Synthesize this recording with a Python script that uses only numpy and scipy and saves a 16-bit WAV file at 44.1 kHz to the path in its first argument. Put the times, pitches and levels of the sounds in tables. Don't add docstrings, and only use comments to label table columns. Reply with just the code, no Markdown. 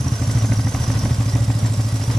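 import sys
import numpy as np
from scipy import signal
from scipy.fft import rfft, irfft
from scipy.io import wavfile
from scipy.ndimage import uniform_filter1d

SR = 44100
rng = np.random.default_rng(int(sys.argv[2]) if len(sys.argv) > 2 else 0)


def voltage_ratio(decibels):
    exponent = np.asarray(decibels, float) / 20
    return 10 ** exponent


def generate_wav(sig):
    pcm = np.round(np.clip(np.atleast_2d(sig).T, -1, 1) * 32767).astype(np.int16)
    wavfile.write(sys.argv[1], SR, pcm)


N = 96446

# start [t/s], first cylinder [level/dB], second cylinder [level/dB]
CYCLES = [(-0.0282, -19, -34), (0.0429, -40, 3), (0.118, 1, -26.0), (0.1962, -2, 3.5), (0.273, 0.5, 0.9),
          (0.349, 2.5, 2), (0.4211, -0.5, 2.5), (0.4955, -1, 3), (0.569, -2, 3.0), (0.645, 0, 3),
          (0.722, -11.5, 3.1), (0.8004, 0.5, -31), (0.8771, 1, 3.5), (0.9523, 1, -2), (1.0304, 2, 3.5),
          (1.1074, 3.5, -43), (1.1833, 1.5, 2.5), (1.258, -0.8, 0), (1.3327, 1, 3), (1.4045, -0.5, -0.5),
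          (1.4777, 0.5, 2.5), (1.5495, -1.7, -3), (1.625, 0.5, 2), (1.6985, -3.5, -2), (1.7744, -0.8, 1.5),
          (1.8473, -2.3, -2), (1.9237, 0.3, -0.2), (1.9972, -6, -0.1), (2.0764, 0, 2), (2.1487, -1, 1)]
# [t/s], [level/dB]
STRAY_BURNS = [
    (.0005, -2.5),
    (0.04, -6.5),
    (0.153, -17),
    (.193, -7),
    (.836, -11.5),
    (1.1518, -14),
    (2.036, -24),
]
# [f/Hz], [t60/s], first cylinder [level/dB], second cylinder [level/dB]
SILENCER_MODES = [(80.6, 0.1, -2, -3.5), (107.1, 0.33, -6, -11), (128.1, 0.077, 6, 1.6),
                  (210.5, 0.086, -14.5, -12.5), (268.1, 0.13, -47.5, -3.5)]
# [f/Hz], [width/Hz], [level/dB]
PIPE_ENDS = [(566, 91, 2), (760, 230, 3.5), (1010, 220, -9), (1820, 370, -4.5)]
# [share of cycle], over chain noise [level/dB], decay [t/s]
VALVE_CONTACTS = [
    (.0, 4.5, 0.004),
    (0.228, -1.5, 0.009),
    (0.483, 4, 0.01),
    (0.842, -5, .005),
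]
# [f/Hz], [width/Hz], [level/dB], change when turned away [level/dB]
FINS = [(568, 50, -60.5, 15.5), (1079, 90, -51.5, -13.5), (1501, 98, -54, -9), (1913, 106, -54, 0),
        (5080, 64, -52, -0.5), (5723, 120, -44.5, -8.5), (6076, 340, -50, -21), (6360, 120, -52, -15),
        (7130, 82, -56, -10), (7550, 100, -56, 3), (8080, 82, -60.5, 9.5), (10210, 100, -55.5, -5),
        (10715, 150, -56, -9)]
# [t/s], [share 0-1]
CAMERA_TURN = [
    (0, 0),
    (.45, 0),
    (.9, 0),
    (1.3, 0.46),
    (1.5, 1),
    (2.19, 0.2),
]
# [t/s], [level/dB]
CLATTER_LEVEL = [(0.0, -39), (0.47, -37), (0.7, -39), (0.76, -36.5), (1.55, -38.5), (2.12, -37),
                 (2.13, -36.5), (2.18, -37)]
# [f/Hz], [level/dB per Hz]
CASE_SPECTRUM = [(150, -14), (300, -4.5), (400, -6), (600, -4.5), (1200, -9), (2200, -15), (4000, -15.5),
                 (6000, -35)]
# [f/Hz], [level/dB per Hz]
COVER_SPECTRUM = [(3000, -42), (4700, -20), (6500, -25.5), (9500, -29.5), (10800, -33), (11500, -40.5),
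                  (13900, -35), (14900, -56)]
# [f/Hz], [level/dB per Hz]
RUMBLE_SPECTRUM = [(20, -13), (36, 1.5), (60, -5.5), (150, -0.5), (240, -3), (400, -28.5), (1000, -37),
                   (4000, -94)]
# [f/Hz], [likeness 0-1]
PORT_LIKENESS = [(60, 0.86), (180, 0.97), (400, 0.87), (800, 0.67), (1600, 0.1), (4800, 0.65), (9000, 0.23),
                 (14400, .1)]
# [f/Hz], left minus right [level/dB]
PORT_BALANCE = [(60, -.4), (290, -.2), (700, -1), (1370, -1.2), (3000, -.3), (6000, -5), (9000, -4.5),
                (11500, -8)]

SECOND_SHARE = 0.248
BLOWDOWN_S = 0.0056


def in_time(rows):
    return np.interp(np.arange(N) / SR, *np.transpose(rows))


def at_hz(points, hz):
    point_hz, value = np.transpose(points)
    return np.interp(np.log(hz + 1), np.log(point_hz), value)


def rms_one(x):
    return x / np.sqrt(np.mean(x ** 2) + 1e-20)


def drift(rate_hz):
    r = np.exp(-80 * np.pi * rate_hz / SR)
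    noise = rng.standard_normal(N // 40 + 1002)
    slow = signal.lfilter([1], [1, -2 * r, r * r], noise)[1000:]
    return np.interp(np.arange(N) / 40, np.arange(len(slow)), rms_one(slow))


def puffs(times_s, gains, decay_s):
    lead = SR // 10
    impulses = np.zeros(N + 2 * lead)
    index = np.clip((times_s * SR).astype(int) + lead, 0, N + lead)
    np.add.at(impulses, index, gains)
    return signal.lfilter([1], [1, -np.exp(-1 / (decay_s * SR))], impulses + 1e-18)[:N + lead]


def resonate(x, hz, width_hz):
    r = np.exp(-np.pi * width_hz / SR)
    poles = [1, -2 * r * np.cos(2 * np.pi * hz / SR), r * r]
    return signal.lfilter([(1 - r * r) / 2, 0, (r * r - 1) / 2], poles, x)


def colour(x, gain_db):
    return irfft(rfft(x) * voltage_ratio(gain_db), N)


def dull(x, hz):
    return signal.sosfilt(signal.butter(4, hz, fs=SR, output="sos"), x)


def timing():
    start_s, first_db, second_db = np.transpose(CYCLES)
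    gap_s = np.diff(start_s)
    return start_s, np.append(gap_s, gap_s[-1]), first_db, second_db


def exhaust():
    flutter_db = -45.5
    start_s, length_s, first_db, second_db = timing()
    stray_s, stray_db = np.transpose(STRAY_BURNS)
    first = puffs(np.append(start_s, stray_s), voltage_ratio(np.append(first_db, stray_db)), BLOWDOWN_S)
    second = puffs(start_s + SECOND_SHARE * length_s, voltage_ratio(second_db), BLOWDOWN_S)
    turbulence = voltage_ratio(flutter_db - 21.5) * rng.standard_normal(len(first))
    out = 0
    for k, (hz, t60_s, a_db, b_db) in enumerate(SILENCER_MODES):
        r, w = voltage_ratio(-60 / (t60_s * SR)), 2 * np.pi * hz / SR
        blowdown = (voltage_ratio(a_db) * first + voltage_ratio(b_db) * second) / (BLOWDOWN_S * SR)
        ring = signal.lfilter([0, np.sin(w)], [1, -2 * r * np.cos(w), r * r], blowdown + turbulence)
        out = out + (1 if k < 2 else -1) * ring
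    return dull(out, hz=970)[-N:]


def bark():
    lag_s, decay_s, level_db = 0.005, 0.0059, -33
    steepness, first_offset_db, spread_db = 2.86, -5, 1.2
    start_s, length_s, first_db, second_db = timing()
    firing_s = np.append(start_s, start_s + SECOND_SHARE * length_s)
    firing_db = np.append(steepness * first_db + first_offset_db, steepness * second_db)
    firing_db = firing_db + spread_db * rng.standard_normal(len(firing_s))
    gate = uniform_filter1d(puffs(firing_s + lag_s, voltage_ratio(firing_db), decay_s)[-N:], size=90)
    burst = gate * (0.65 + rng.standard_normal((2, N))) * [[1], [0.6]]
    out = sum(voltage_ratio(db) * resonate(burst, hz, width_hz) for hz, width_hz, db in PIPE_ENDS)
    return voltage_ratio(level_db + 12) * dull(out, hz=2620)


def valve_swell():
    spread_db = 1.8
    start_s, length_s, _, _ = timing()
    swell = 0
    for share, db, decay_s in VALVE_CONTACTS:
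        hit_db = db + spread_db * rng.standard_normal(len(start_s))
        hit = puffs(start_s + share * length_s, voltage_ratio(hit_db), decay_s)[-N:]
        swell = swell + uniform_filter1d(hit, size=300)
    return swell


def chain():
    grains_per_s, grain_db, smooth = 1500, 2, 0.84
    sizes = voltage_ratio(grain_db * np.minimum(rng.exponential(1, (2, N)), 4))
    sizes = sizes * rng.choice([-1, 1], (2, N))
    grains = rms_one(sizes * (rng.random((2, N)) < grains_per_s / SR))
    return grains + smooth * rng.standard_normal((2, N))


def clatter():
    case_db, cover_db, case_swell, fin_patch_db = 2.5, -1.5, 0.46, 4.5
    swell = valve_swell()
    drive = rms_one((1 + swell) * chain())
    mild = (1 + case_swell * swell) * voltage_ratio(1.2 * drift(33.0)) * rng.standard_normal((2, N))
    hz = np.fft.rfftfreq(N, 1 / SR)
    near_db, turn = in_time(CLATTER_LEVEL), in_time(CAMERA_TURN)
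    case = dull(colour(mild, at_hz(CASE_SPECTRUM, hz)), hz=7300)
    bass_loss_db = 20 * np.log2(1 + (2500 / (hz + 1)) ** 2)
    cover = colour(drive, at_hz(COVER_SPECTRUM, hz) - bass_loss_db)
    out = voltage_ratio(near_db + case_db) * rms_one(case) + voltage_ratio(near_db + cover_db) * rms_one(cover)
    for fin_hz, width_hz, db, change_db in FINS:
        source = drive if fin_hz > 4000 else mild
        ring = resonate(resonate(source, fin_hz, width_hz), fin_hz, 3 * width_hz)
        out = out + voltage_ratio(db + change_db * turn + fin_patch_db * drift(20.0)) * rms_one(ring)
    return out


def rumble():
    level_db = -35
    gain_db = at_hz(RUMBLE_SPECTRUM, np.fft.rfftfreq(N, 1 / SR))
    low = colour(rng.standard_normal((2, N)), gain_db)
    return voltage_ratio(level_db + 4.5 * drift(2.7)) * rms_one(low)


def ports(mid, side):
    lag_s = -2.2e-5
    hz = np.fft.rfftfreq(N, 1 / SR)
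    alike = np.clip(at_hz(PORT_LIKENESS, hz), 0, 1)
    balance = voltage_ratio(at_hz(PORT_BALANCE, hz) / 2)
    m = rfft(mid) * np.sqrt((1 + alike) / 2)
    s = rfft(side) * np.sqrt((1 - alike) / 2)
    left = (m + s) * balance * np.exp(-2j * np.pi * hz * lag_s)
    right = (m - s) / balance
    return np.array([irfft(left, N), irfft(right, N)])


def scene():
    thud = exhaust()
    mid, side = bark() + clatter() + rumble()
    return ports(mid + thud, side)


def band_limit(x):
    return signal.sosfilt(signal.butter(12, 14960, fs=SR, output="sos"), x)


def record(dry):
    top_cut = signal.sosfilt(signal.cheby2(8, 60, 15700, fs=SR, output="sos"), dry)
    mix = signal.sosfilt(signal.butter(2, 30, "high", fs=SR, output="sos"), top_cut)
    return band_limit(mix)


dry = scene()
out = record(dry)
generate_wav(out)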